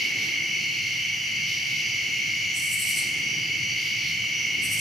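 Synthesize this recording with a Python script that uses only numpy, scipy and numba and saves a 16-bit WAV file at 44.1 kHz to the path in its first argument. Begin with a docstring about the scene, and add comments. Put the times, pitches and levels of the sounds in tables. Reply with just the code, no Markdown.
"""Crowds of crickets trill near and far at night on an open lawn ringed by trees, each crowd on its own note.
Every singer is a row of decaying wing strokes; far katydids are grainy noise that rasps in waves.
A near katydid buzzes twice in bursts of wing-filtered noise, and the trees answer with a noise tail.
Filtered noise makes the distant traffic, the soft hiss of the air and a few faint hoots; a dry tick sounds once."""
import sys
import numpy as np
from scipy import signal
from scipy.fft import rfft, irfft
from scipy.io import wavfile
from scipy.ndimage import uniform_filter1d
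from numba import njit

SR = 44100
rng = np.random.default_rng(int(sys.argv[2]) if len(sys.argv) > 2 else 0)


def voltage_ratio(level):
    """Linear amplitude factor for a level in decibels (scalar or array-like)."""
    return 10 ** (np.asarray(level, float) / 20)


def wrap_up_sound(samples):
    """Save the sound to the file named by the first command line argument, as 16-bit audio."""
    columns = np.atleast_2d(samples).T
    # keep every value between -1 and 1, then stretch to whole-number steps
    tamed = np.clip(columns, -1, 1)
    steps = np.round(tamed * 32767).astype(np.int16)
    wavfile.write(sys.argv[1], SR, steps)


N = 211981
T = np.arange(N) / SR  # s
HZ = np.maximum(np.arange(N // 2 + 1) * SR / N, 1)  # spectrum bins

# stereo width of the open air, opposed part against shared part: hz, side_db
AIR_SIDE = [(30, -9), (100, -23), (250, -16), (500, -15.5), (1200, -7), (6000, -1), (8500, -14),
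            (11000, -0.5), (15000, 0.5)]


def level(x, db):
    """Scales to an rms level."""
    return x * voltage_ratio(db) / np.sqrt(np.mean(x ** 2))


def colour(x, table):
    """Filters by (Hz, dB) points, all but silent outside them."""
    hz, db = np.transpose(table)
    gain_db = np.interp(np.log(HZ), np.log(hz), db, -90, -90)
    return irfft(rfft(x) * voltage_ratio(gain_db), N)


def pair(side_db):
    """Stereo noise from a shared and an opposed part."""
    mid, side = rng.standard_normal((2, N))
    side = colour(side, side_db)
    return np.array([mid + side, mid - side])


def walk(rate):
    """Random levels held 1 / rate s, then smoothed twice over that time."""
    hold = int(SR / rate)
    steps = np.repeat(rng.standard_normal(N // hold + 1), hold)
    return 0.62 * uniform_filter1d(uniform_filter1d(steps, hold), hold)[:N]


def curves(table):
    """Gain over time for each dB column of a table."""
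    s, *columns = np.transpose(table)
    return [voltage_ratio(np.interp(T, s, db)) for db in columns]


@njit
def strokes(start, hz, ring, left, right, n, sr):
    """Each stroke swells and dies as t exp(-t / ring) on its note; start and ring are in samples."""
    out = np.zeros((2, n))
    for j in range(len(start)):
        turn = np.exp(2j * np.pi * hz[j] / sr - 1 / ring[j])
        z = 1 + 0j
        for i in range(int(8 * ring[j])):
            z *= turn
            k = start[j] + i
            if 0 <= k < n:
                out[0, k] += (i / ring[j] * z * left[j]).imag
                out[1, k] += (i / ring[j] * z * right[j]).imag
    return out


def trill(hz, rate, ring_ms, lead, pan_db, uneven_db=0.5, wobble=0.0044, sway_db=3.0):
    """Singers in rows: every one keeps its own note, pace and place; strokes vary a little."""
    # per stroke: timing, level, phase, note
    chance = rng.standard_normal((len(hz), int(6 * rate.max()), 4))
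    gaps = (1 + .06 * chance[..., 0]) / rate[:, None]
    s = np.cumsum(gaps, axis=1) - .3 - rng.random((len(hz), 1)) / rate[:, None]
    # each singer swells and sinks at its own slow pace
    pace, start = rng.random((len(hz), 2, 1)).transpose(1, 0, 2)
    sway = sway_db * np.sin(2 * np.pi * ((0.605 + 2.562 * pace) * s + start))
    size = voltage_ratio(sway + uneven_db * chance[..., 1]) * np.exp(2j * np.pi * chance[..., 2])
    # left and right differ in level and phase
    side = (voltage_ratio(pan_db / 2) * np.exp(.5j * lead))[:, None]
    left, right = (size * side).ravel(), (size / side).ravel()
    note = hz[:, None] * (1 + wobble * chance[..., 3])
    ring = np.full(s.size, ring_ms * SR / 1000)
    return strokes((s * SR).astype(np.int64).ravel(), note.ravel(), ring, left, right, N, 1. * SR)


def rasp_gain():
    """Swells of the far rasps add in power over a steady bed."""
    # far rasps, the loud caller in pairs and softer ones between: peak_s, level_db, length_ms
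    rasps = [(.04, -38, 170), (.25, -37.5, 160), (.85, -44.5, 460), (1.53, -37.5, 160), (1.74, -39.5, 210),
             (2.05, -46, 470), (2.4, -44.5, 350), (2.89, -40.5, 200), (3.03, -41.5, 140), (3.36, -51, 200),
             (3.87, -39, 200), (4.08, -39, 160), (4.3, -48, 290), (4.68, -47, 560)]
    bed_db = -46.5
    power = voltage_ratio(2 * bed_db)
    for s, db, ms in rasps:
        power = power + voltage_ratio(2 * db) * np.exp(-((T - s) / (ms / 2500)) ** 2)
    return np.sqrt(power)


def crowd_gains():
    """Slow level of each group of trills; the high group throbs at a steady pace."""
    # low and middle groups, below 3.3 kHz: time_s, low_db, middle_db
    low_trills = [(0, -27, -32), (.45, -28, -33.5), (.75, -29.5, -32.5), (1.9, -28.5, -33),
                  (2.6, -28, -33.5), (3.15, -28.5, -33), (3.7, -28.5, -32.5), (4.81, -28.5, -32)]
    # three upper groups that swell apart, one table each: time_s, level_db
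    upper_trills = [
        [(0, -42.5), (.5, -46), (.7, -41.5), (.88, -42), (1.17, -47.5), (1.4, -45), (1.85, -47), (2.05, -44),
         (2.45, -43.5), (2.8, -45.5), (3.02, -42.5), (3.2, -49), (3.45, -47), (3.75, -44), (3.9, -54),
         (4.05, -40), (4.25, -46.5), (4.81, -45)],
        [(0, -47), (.7, -46), (1.1, -47), (1.4, -40), (1.6, -42), (1.75, -47), (1.9, -42), (2.2, -52),
         (2.45, -44), (2.75, -47), (3.0, -43), (3.3, -46), (3.55, -46), (3.76, -37.5), (4.1, -44), (4.25, -49),
         (4.81, -48)],
        [(0, -43), (.2, -47), (.8, -43.5), (1.0, -48), (1.3, -43), (1.62, -43), (1.75, -45), (1.92, -39),
         (2.15, -49), (2.35, -45), (2.65, -50), (2.95, -43), (3.12, -48), (3.45, -40), (3.65, -46), (3.85, -43),
         (4.25, -48), (4.81, -46)],
    ]
    # high group: time_s, mean_db, throb_swing_db
    high_trill = [(0, -40.5, -0.5), (1.2, -40, .5), (1.7, -39.5, 1), (2.6, -40, 1), (3.2, -39.5, 2.5),
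                  (4.0, -40.5, 1), (4.4, -39.5, 2.6), (4.81, -39.5, 2)]
    # top group: time_s, level_db
    top_trill = [(0, -66), (1.2, -64), (1.8, -54), (2.45, -51), (2.95, -49), (3.2, -57), (4.55, -62),
                 (4.75, -47), (4.81, -50)]
    throb_period_s, throb_peak_s = 0.366, 2.946
    s, mean_db, swing_db = np.transpose(high_trill)
    beat = np.cos(2 * np.pi * (T - throb_peak_s) / throb_period_s)
    throb = voltage_ratio(np.interp(T, s, mean_db) + np.interp(T, s, swing_db) * beat)
    upper = sum(map(curves, upper_trills), [])
    soft_band = voltage_ratio(-14) * rasp_gain()  # a soft band near 5.15 kHz shares the far rasps' level curve
    return curves(low_trills) + upper + [throb, soft_band] + curves(top_trill)


def crickets(count=14):
    """Wing strokes of crowds spread around each wing note, and three singers that stand out alone."""
    # crowds: group (0 low, 1 middle, 2-4 upper, 5 high, 6 soft band near 5.15 kHz, 7 top), note_hz, spread_hz,
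    # strokes_per_s, ring_ms, level_db (on top of the group's), phase_scatter_rad, left_minus_right_db
    crowds = [(0, 2205, 55, 52, 3.4, -1.5, 1.2, 0), (0, 2230, 140, 52, 2.0, -7, 1.2, 0),
              (0, 1830, 90, 52, 2.0, -24, 1.4, 0), (1, 2610, 70, 66, 2.6, -6, 1.05, -.6),
              (1, 2790, 70, 66, 2.6, -5, 1.05, -.6), (1, 2960, 75, 70, 2.6, -2, 1.05, -.6),
              (1, 3170, 50, 70, 2.6, -15, 1.05, -.6), (2, 4330, 75, 46, 2.2, 0, .7, -2.3),
              (3, 4540, 65, 46, 2.6, -2, .7, -2.3), (4, 4810, 70, 60, 2.6, -.5, .7, -2.3),
              (6, 5150, 90, 60, 1.8, -3, .7, -2.3), (5, 5430, 80, 60, 1.8, -9, .7, -2.3),
              (5, 5850, 110, 64, 1.6, -1, .7, -2.3), (5, 6060, 40, 64, 2.4, -7, .7, -2.3),
              (5, 6340, 45, 64, 2.6, -14.5, .7, -2.3), (7, 6750, 220, 64, 1.2, 0, .7, -1)]
    # wing note of each lone singer: note_hz
    solo_hz = 7020, 2862, 3393
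    # lone singers: strokes_per_s, ring_ms, level_db, left_minus_right_db
    solos = [(21.8, 6.8, -57, -2), (14, 42, -45, 25), (13.96, 28, -54, -18)]
    gains = crowd_gains()
    rank = np.arctanh(np.linspace(-.9, .9, count))  # dense in the middle, sparse at the edges
    out = 0
    for group, hz, spread, rate, ring_ms, db, scatter, pan_db in crowds:
        rates = rate * (1 + .07 * rng.standard_normal(count))
        lead = scatter * rng.permutation(rank)
        pan = 2.0 * rng.permutation(rank) + pan_db
        crowd = trill(hz + spread * rank, rates, ring_ms, lead, pan)
        out = out + level(crowd, db) * gains[round(group)]
    for hz, (rate, ring_ms, db, pan_db) in zip(solo_hz, solos):
        note, pace = np.array([[hz], [rate]], float)
        solo = trill(note, pace, ring_ms, np.zeros(1), np.full(1, pan_db), wobble=0.00063)
        out = out + level(solo, db)
    return out


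def far_katydids():
    """Many scraping wings blur into a grainy noise rasp that comes in waves."""
    # rasp spectrum: hz, level_db
    rasp_tone = [(3000, 4), (3500, -2), (4500, 2.5), (5500, 2), (6800, -13.5), (7600, -17), (9000, -20.5),
                 (12000, -13), (15000, -21)]
    grain = voltage_ratio(1.9 * walk(150))
    scrape = grain * pair([(2000, -0.5), (7000, -10.0), (16000, -4)])
    return level(colour(scrape, rasp_tone), 0) * rasp_gain()


def traffic():
    """Far tyres and engines: noise split into rumble, drone and tyre hiss, with blurred engine notes."""
    # road noise spectrum before the split: hz, relative_db
    road_tone = [(15, -57), (25, -24), (43, -25), (102, -1.5), (119, 2), (162, 0), (182, -6), (209, -3.5),
                 (244, -8.5), (310, -4), (476, -15), (659, -19), (743, -16), (1010, -22), (1500, -19.5),
                 (1950, -81), (3300, -120)]
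    # rough levels of the three parts, uneven as noise is: time_s, rumble_db, drone_db, tyre_hiss_db
    road_level = [(0, -47.5, -49.5, -54.5), (.25, -47, -48, -53), (.7, -47.5, -53.5, -57.5),
                  (1.2, -46.5, -57, -57), (2.1, -47, -51.5, -56.5), (2.8, -45.5, -56, -57),
                  (3.08, -46, -49, -54), (3.7, -43.5, -51, -56.5), (3.9, -48.5, -54.5, -57),
                  (4.12, -42, -55.5, -57), (4.35, -48.5, -52.5, -56), (4.6, -44, -49, -56),
                  (4.81, -44, -53, -53)]
    # wavering engine notes: pitch_hz, width_hz, level_db
    hum = [(115, 15, -57), (161.3, 18, -59), (210.7, 8.8, -60)]
    road = colour(pair(AIR_SIDE), road_tone)
    rumble = colour(road, [(10, 5.0), (200, 0.0), (260, -27)])
    drone = colour(road - rumble, [(150, -2.0), (480, 0.5), (620, -21)])
    tyres = road - rumble - drone
    out = 0
    for part, gain in zip((rumble, drone, tyres), curves(road_level)):
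        out = out + level(part, 0) * gain
    for hz, width, db in hum:
        resonance = 1 / (1 + ((HZ - hz) / width * 2) ** 2)
        note = irfft(rfft(rng.standard_normal(N)) * resonance, N)
        out = out + level(note, db)
    return out


def air_hiss():
    """Steady wide noise, the soft hiss of the air."""
    # hiss spectrum: hz, relative_db
    hiss_tone = [(900, -11), (1600, 4), (3500, 4), (7000, 7.5), (7500, -5), (9000, -1.5), (12000, -6.5),
                 (15000, -1.5), (16000, -3)]
    return level(colour(pair(AIR_SIDE), hiss_tone), -45)


def tree_echo(dry):
    """Leaves scatter the buzz into a dense tail, made by convolving it with decaying noise."""
    t60_s, rise_s, echo_db, side_db = 0.67, 0.0053, 0.5, -9
    t = T[:SR]
    scatter = pair([(5000, side_db), (17000, side_db)])[:, :SR]
    leaves = scatter * voltage_ratio(-60 * t / t60_s) * np.minimum(t / rise_s, 1)
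    leaves = level(leaves, 0) / np.sqrt(SR)  # unit energy per channel on average
    tail = signal.fftconvolve(dry, leaves, axes=1)[:, :N]
    # the tail keeps 5-16 kHz only
    tail = colour(tail, [(5000, -2.4), (9000, -1.5), (16000, -1)])
    return voltage_ratio(echo_db) * tail


def near_katydid():
    """Noise for dense tooth strikes rings through the wing's spectrum in short strokes; the trees echo it."""
    # wing spectrum: hz, level_db
    wing_tone = [(6500, -10), (7500, -1), (8000, 0.5), (8600, -0.5), (9070, -6), (9800, -3.5), (10300, -6),
                 (11900, -9), (13500, -15.5), (14700, -21), (15500, -26)]
    # strokes: peak_s, level_db (before the tone changes), length_ms, brightness_db_per_octave, lowest_note_hz
    buzz = [(2.573, -38, 44, -4, 7300), (2.65, -37, 99, 0, 7400), (2.733, -30.5, 42, 2, 7200),
            (2.815, -30.5, 50, 1, 7350), (2.898, -30, 51, 5, 7250), (2.982, -31.5, 51, -0.5, 7050),
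            (4.647, -31.5, 40, -3, 7950), (4.731, -29.5, 40, 2, 7850), (4.81, -31.5, 52, -3, 7240)]
    side_db, pan_db = -8, 1  # pan is left minus right
    teeth = voltage_ratio(1.9 * walk(500)) * pair([(5000, side_db), (17000, side_db)])
    plain = level(colour(teeth, wing_tone), 0)
    # weighting by octaves from 11.2 kHz; adding some of it tilts the tone
    tilt = irfft(rfft(plain) * np.log2(HZ / 11200.0), N)
    dry = 0
    for s, db, ms, tilt_db, low_hz in buzz:
        tilted = plain + tilt_db * np.log(10) / 20 * tilt
        wing = colour(tilted, [(0.89 * low_hz, -26), (low_hz, 0), (SR / 2, 0)])
        swell = np.exp(-.5 * ((T - s) / (ms / 2500)) ** 2)
        dry = dry + voltage_ratio(db) * swell * wing
    pan = voltage_ratio(np.array([[pan_db], [-pan_db]]) / 2)
    return (dry + tree_echo(dry)) * pan


def hoots():
    """Faint hollow hoots far off: narrow bands of noise that swell and fade."""
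    # hoots: peak_s, level_db, pitch_hz, swell_ms (bell curve's standard deviation)
    calls = [(3.03, -59, 855, 35), (3.055, -61, 550, 25), (3.26, -64, 870, 30)]
    out = 0
    for s, db, hz, ms in calls:
        resonance = 1 / (1 + ((HZ - hz) / 45.) ** 2)
        breath = irfft(rfft(rng.standard_normal(N)) * resonance, N)
        out = out + level(breath, db) * np.exp(-.5 * ((T - s) / (ms / 1000)) ** 2)
    return out


def tick():
    """A small dry click close by: one quickly dying stroke, the same left and right."""
    # clicks: start_s, peak_db, pitch_hz, length_ms (four ring times)
    clicks = [(4.243, -34, 1200, 1.2)]
    s, db, hz, ms = np.transpose(clicks)
    size = voltage_ratio(db) * np.e + 0j  # t exp(-t) peaks at 1 / e
    return strokes((s * SR).astype(np.int64), hz, ms * SR / 4000, size, size, N, 1. * SR)


def scene():
    """All sources over the soft hiss of the air."""
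    steady = crickets() + far_katydids() + traffic() + air_hiss()
    return steady + near_katydid() + hoots() + tick()


def band_limit(x):
    """A steep low-pass at the top of the band."""
    return signal.sosfilt(signal.butter(12, 16310, fs=SR, output="sos"), x)


def record(dry):
    """A steep low-pass takes the top off above 15.13 kHz."""
    low_pass = signal.ellip(12, .2, 60, 15130, fs=SR, output="sos")
    mix = signal.sosfilt(low_pass, dry)
    return band_limit(mix)


dry = scene()
out = record(dry)
wrap_up_sound(out)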